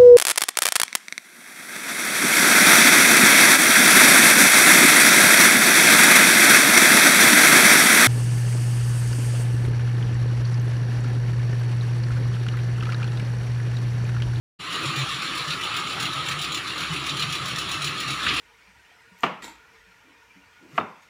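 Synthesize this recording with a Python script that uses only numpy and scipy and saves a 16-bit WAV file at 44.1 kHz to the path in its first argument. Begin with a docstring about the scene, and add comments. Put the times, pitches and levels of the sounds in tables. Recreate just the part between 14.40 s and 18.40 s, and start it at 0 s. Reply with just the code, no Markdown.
"""After a short silence the sound of a building site fades in, heard on a phone from behind a wall.
A slow one-cylinder diesel, out of sight, gives a group of noisy metal knocks per working cycle,
over a steady noise rattle that rings a casing panel; sine throbs below are the uneven exhaust hum.
Near the end something clatters close by: short bursts of band-passed noise."""
import sys
import numpy as np
from scipy import signal
from scipy.fft import rfft, irfft
from scipy.io import wavfile
from scipy.ndimage import uniform_filter1d, map_coordinates

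SR = 44100
rng = np.random.default_rng(int(sys.argv[2]) if len(sys.argv) > 2 else 0)


def rack_gain(trim_db):
    """Turn a fader trim in dB into the linear factor to multiply a signal by."""
    fader = np.asarray(trim_db, float)
    return 10 ** (fader / 20)


def dump_mix(stems):
    """Bounce the given channels to the path in sys.argv[1] as a 16-bit WAV at rate SR."""
    frames = np.atleast_2d(stems).T  # one column per channel
    limited = np.clip(frames, -1, 1)  # hard clip at full scale
    pcm = np.round(limited * 32767).astype(np.int16)
    wavfile.write(sys.argv[1], SR, pcm)


N = 176400

CYCLE_HZ, FIRST_KNOCK_S = 7.697, 0.3235
KNOCK_RISE_S, KNOCK_TAIL_S, KNOCK_TAIL_DB = 0.003, 0.02, -8
KNOCK_LOW_HZ, TREBLE_HZ = 2200, 4300

# Knocks of successive cycles. Each row: main knock in dB, early knock in dB re main.
CYCLE_KNOCKS = [(-3, -2), (-3, 3), (-1.5, 8), (-9, 10), (-10, 13), (1, 2), (0.5, 2), (0.5, 1), (5.5, -2),
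                (-6, 5), (4.5, 5), (-9, 10), (4, -2), (6, -1.5), (6, 1.5), (-2, -15), (1, 4.5), (0, -24),
                (3, -11), (5, 0.5), (4.5, -3), (1.5, 4), (6, -0.5), (5, 0), (7, 2), (2.5, -5), (3, 2),
                (-6, -17), (-3, 6)]
# Later knocks of every cycle. Each row: delay after the main knock in seconds, level in dB re main,
# further treble level in dB.
LATER_KNOCKS = [(0.02, -5, -11.5), (0.028, -0.5, -7.5)]
# Engine levels over time. Each row: time in seconds, casing sound in dB, panel ring in dB.
ENGINE_LEVELS = [(.2, -35.5, -47), (.34, -28, -34.5), (.75, -28.5, -39.5), (1.2, -29.5, -36.5),
                 (1.38, -30, -33), (1.55, -29, -38), (1.9, -29.5, -35.5), (2.22, -31, -40.5),
                 (2.4, -29.5, -39), (3.52, -29.5, -39), (3.77, -28.5, -36), (3.87, -26, -34),
                 (4, -26.5, -37)]
# Colour of casing, wall and microphone. Each row: frequency in Hz, gain in dB.
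COLOUR = [(30, -30.5), (52, -27), (70, -17), (110, -10.5), (170, -6.5), (225, -17), (310, -9), (450, -17),
          (650, -20), (880, -18), (980, -16), (1150, -7.5), (1420, -12.5), (2050, -13), (2600, -9.5),
          (4100, -12), (4700, -20), (5200, -26), (5400, -21), (5900, -24), (6300, -32), (6800, -22.5),
          (7600, -27), (8100, -37), (8900, -29), (10200, -29.5), (11400, -35), (12300, -54), (13900, -45),
          (14500, -42.5), (15450, -35.5), (15700, -60)]
# Flicker layers. Each row: spread of the random grid in dB, grid points per second,
# grid spacing in Hz, frequency in Hz at which the spread in dB has halved.
FLICKER_LAYERS = [(3, 25, 90, 52000), (1, 6.95, 127, 2300), (1.26, 18, 836, 11000)]
# Loose-metal blows. Each row: time in seconds, strength in dB, centre frequency in Hz.
CLATTER_BLOWS = [(3.863, -16, 1900), (3.879, -14.5, 2800), (3.886, -18.5, 3300), (3.905, -18.5, 2120),
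                 (3.958, -25, 3340), (3.976, -19, 2200), (3.988, -27, 3000)]
# Exhaust lines. Each row: multiple of the cycle rate, mean level in dB.
EXHAUST_LINES = [(9, -58)]
# Hum throbs. Each row: start in seconds, length in seconds, level in dB before wobble,
# frequency in Hz before wobble.
HUM_THROBS = [(0.458, 0.058, -33, 140), (0.571, 0.073, -30, 139.8), (0.74, 0.04, -42, 137.5),
              (0.99, 0.035, -40, 135.4), (1.076, 0.04, -33, 144.5), (1.448, 0.023, -42, 144),
              (1.607, 0.13, -41.5, 132.7), (1.763, 0.047, -34, 137), (1.873, 0.07, -37.5, 136),
              (1.952, 0.066, -35.5, 152), (2.35, 0.088, -44, 155), (2.502, 0.036, -33.5, 150),
              (2.562, 0.093, -42, 140.4), (2.71, 0.064, -34, 144.5), (2.785, 0.042, -37, 145.7),
              (2.865, 0.032, -31.5, 148), (2.911, 0.028, -34.5, 145.6), (3.01, 0.03, -36, 140),
              (3.13, 0.04, -39.5, 134), (3.374, 0.15, -40, 146.7), (3.664, 0.09, -36.5, 139),
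              (3.93, 0.031, -43, 139)]


def curve(table, column):
    """One column of a time table as a value per sample."""
    rows = np.array(table)
    return np.interp(np.arange(N) / SR, rows[:, 0], rows[:, column])


def unit(x):
    """Scaled to rms 1."""
    return x / np.sqrt(np.mean(x ** 2))


def walk(rate_hz):
    """Random levels, held for 1 / rate_hz and slewed twice; rms 1."""
    hold = int(SR / rate_hz)
    steps = np.repeat(rng.standard_normal(400), hold)[:N + 2 * hold]
    slewed = uniform_filter1d(uniform_filter1d(steps, hold), hold)
    return unit(slewed[hold:N + hold])


def butter(x, hz, kind):
    """Butterworth filter of design order 2."""
    return signal.sosfilt(signal.butter(2, hz, kind, fs=SR, output="sos"), x)


def coloured(x, table):
    """Minimum-phase filter with the gain of (Hz, dB) points, by way of the cepstrum."""
    size = 4096
    hz, db = np.array(table).T
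    log_hz = np.log(np.fft.rfftfreq(size, 1 / SR) + 1)
    log_gain = np.interp(log_hz, np.log(hz), db) * np.log(10) / 20
    cepstrum = irfft(log_gain)
    # folding makes it causal
    cepstrum[1:size // 2] *= 2
    cepstrum[size // 2 + 1:] = 0
    return signal.fftconvolve(x, irfft(np.exp(rfft(cepstrum))))[:N]


def bursts(times_s, sizes_db, fall_s):
    """Envelope of blows: quick rise, fast fall and slower tail; overlaps add in power."""
    spikes = np.zeros(N)
    at = (np.asarray(times_s) * SR).astype(int)
    power = rack_gain(2 * np.asarray(sizes_db))
    np.add.at(spikes, at[at < N], power[at < N])
    t = np.arange(SR // 8) / SR
    rise = (1 - np.exp(-t / KNOCK_RISE_S)) ** 2
    fall = np.exp(-t / fall_s) + rack_gain(KNOCK_TAIL_DB) * np.exp(-t / KNOCK_TAIL_S)
    return np.sqrt(np.maximum(signal.fftconvolve(spikes, (rise * fall) ** 2)[:N], 0))


def knocks():
    """Injector, combustion and valve knocks: short noisy blows on the casing."""
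    early_s, lag_s, lagging_cycles = -0.025, 0.027, [21, 25]
    early_mid_db, early_treble_db, late_scatter_db = -4, -5, 2.5
    mid_db, treble_db, fall_s = 12.5, 15.5, 0.0039
    top_db, top_hz = -2, 13200

    main_db, early_db = np.array(CYCLE_KNOCKS).T
    main_s = FIRST_KNOCK_S + np.arange(len(main_db)) / CYCLE_HZ
    main_s[lagging_cycles] += lag_s
    # the mid band varies half as many dB from cycle to cycle as the treble
    times = [main_s, main_s + early_s]
    mid = [main_db / 2, main_db / 2 + early_db / 2 + early_mid_db]
    treble = [main_db, main_db + early_db + early_treble_db]
    for delay_s, late_db, late_treble_db in LATER_KNOCKS:
        scatter = late_scatter_db * rng.standard_normal(len(main_s))
        times.append(main_s + delay_s)
        mid.append(main_db / 2 + late_db + scatter)
        treble.append(main_db + late_db + late_treble_db + scatter)
    times, mid, treble = np.concatenate(times), np.concatenate(mid), np.concatenate(treble)

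    body = butter(butter(rattle(), KNOCK_LOW_HZ, "highpass"), KNOCK_LOW_HZ, "highpass")
    body = butter(body, TREBLE_HZ, "lowpass")
    bright = butter(butter(rattle(), TREBLE_HZ, "highpass"), TREBLE_HZ, "highpass")
    bright = bright + rack_gain(top_db) * butter(bright, top_hz, "highpass")
    mid_blows = rack_gain(mid_db) * body * bursts(times, mid, fall_s)
    treble_blows = rack_gain(treble_db) * bright * bursts(times, treble, fall_s)
    return mid_blows + treble_blows


def wall_echo(x):
    """Short echo off the walls: exponentially decaying noise as impulse response."""
    t60_s, echo_db = 0.08, -11
    t = np.arange(SR // 2) / SR
    echo = rng.standard_normal(len(t)) * np.exp(-np.log(1000) * t / t60_s)
    echo = echo / np.sqrt(np.sum(echo ** 2))
    return rack_gain(echo_db) * signal.fftconvolve(x, echo)[:N]


def rattle():
    """Dense uneven ticks of the running gear: noise with a random gain per sample."""
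    spread_db = 2
    return unit(rng.standard_normal(N) * rack_gain(spread_db * rng.standard_normal(N)))


def chugging():
    """Rattle whose upper part rises and sinks with the working cycle."""
    swell_db, swell_lag_s = 1, 0.019
    ticks = rattle()
    since_peak_s = np.arange(N) / SR - FIRST_KNOCK_S - swell_lag_s
    swell = rack_gain(swell_db * np.cos(2 * np.pi * CYCLE_HZ * since_peak_s))
    return ticks + (swell - 1) * butter(ticks, KNOCK_LOW_HZ, "highpass")


def flicker(x):
    """Level of each patch of time and pitch wanders on its own, by random gains on the STFT."""
    hz, t, cells = signal.stft(x, SR, nperseg=1024, noverlap=768)
    hz, t = np.meshgrid(hz, t, indexing="ij")
    for spread_db, rate_hz, width_hz, half_hz in FLICKER_LAYERS:
        grid = rng.standard_normal((400, 200))
        patches = map_coordinates(grid, [hz / width_hz, t * rate_hz], mode="mirror")
        cells = cells * rack_gain(spread_db / (1 + (hz / half_hz) ** 2) * patches)
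    return signal.istft(cells, SR, nperseg=1024, noverlap=768)[1][:N]


def casing():
    """Rattle and echoing knocks, flickering and coloured by casing, wall and microphone."""
    blows = knocks()
    blows = blows + wall_echo(blows)
    engine = coloured(flicker(chugging() + blows), COLOUR)
    return unit(engine) * rack_gain(curve(ENGINE_LEVELS, 1))


def panel():
    """A panel of the casing rings on the rattle: one narrow resonant band."""
    centre_hz, width_hz = 1262, 144
    edges_hz = [centre_hz - width_hz / 2, centre_hz + width_hz / 2]
    return unit(butter(rattle(), edges_hz, "bandpass")) * rack_gain(curve(ENGINE_LEVELS, 2))


def clatter():
    """A few quick blows of loose metal, each a noise band with its own pitch."""
    width_octaves, fall_s = 0.89, 0.0052
    noise, half = rng.standard_normal(N), 2 ** (width_octaves / 2)
    out = np.zeros(N)
    for time_s, db, hz in CLATTER_BLOWS:
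        band = butter(noise, [hz / half, hz * half], "bandpass")
        band = unit(butter(band, TREBLE_HZ, "lowpass"))
        out = out + band * bursts([time_s], [db], fall_s)
    return out


def exhaust_line(multiple, db):
    """One multiple of the cycle rate, wandering in pitch and level and growing steadily."""
    wander_db, drift_fraction, growth_db_per_s = 4.5, 0.0094, 2.4
    hz = multiple * CYCLE_HZ * (1 + drift_fraction * walk(4.0))
    turns = np.cumsum(hz) / SR + rng.random()
    growth_db = growth_db_per_s * (np.arange(N) - N / 2) / SR
    level = rack_gain(db + wander_db * walk(6.43) + growth_db)
    return np.sqrt(2) * level * np.sin(2 * np.pi * turns)


def hum_throbs():
    """Exhaust hum in short sine throbs, wobbling together in pitch and level."""
    half_edge_s, wobble_db, wobble_fraction = 0.0092, 2.5, 0.033
    t = np.arange(N) / SR
    bent_s = np.cumsum(1 + wobble_fraction * walk(25.1)) / SR
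    wobble = rack_gain(wobble_db * walk(29.97))
    out = np.zeros(N)
    for start_s, length_s, db, hz in HUM_THROBS:
        inside_s = np.minimum(t - start_s, start_s + length_s - t)
        edge = np.clip(inside_s / half_edge_s / 2 + 0.5, 0, 1)
        gate = np.sin(np.pi / 2 * edge) ** 2
        tone = np.sin(2 * np.pi * (hz * bent_s + rng.random()))
        out = out + np.sqrt(2) * rack_gain(db) * gate * wobble * tone
    return out


def exhaust():
    """Low exhaust: multiples of the cycle rate plus the throbbing hum."""
    return sum(exhaust_line(*row) for row in EXHAUST_LINES) + hum_throbs()


def scene():
    """Engine casing and panel, exhaust and clatter in one channel."""
    return (casing() + panel() + exhaust() + clatter())[None]


def band_limit(x):
    """A steep low-pass at the top of the band."""
    return signal.sosfilt(signal.butter(12, 15830, fs=SR, output="sos"), x)


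def record(dry):
    """Silence, then a quick fade-in."""
    start_s, fade_s = 0.1875, 0.012
    fade = np.clip((np.arange(N) / SR - start_s) / fade_s, 0, 1) ** 2
    return band_limit(dry * fade)


dry = scene()
out = record(dry)
dump_mix(out)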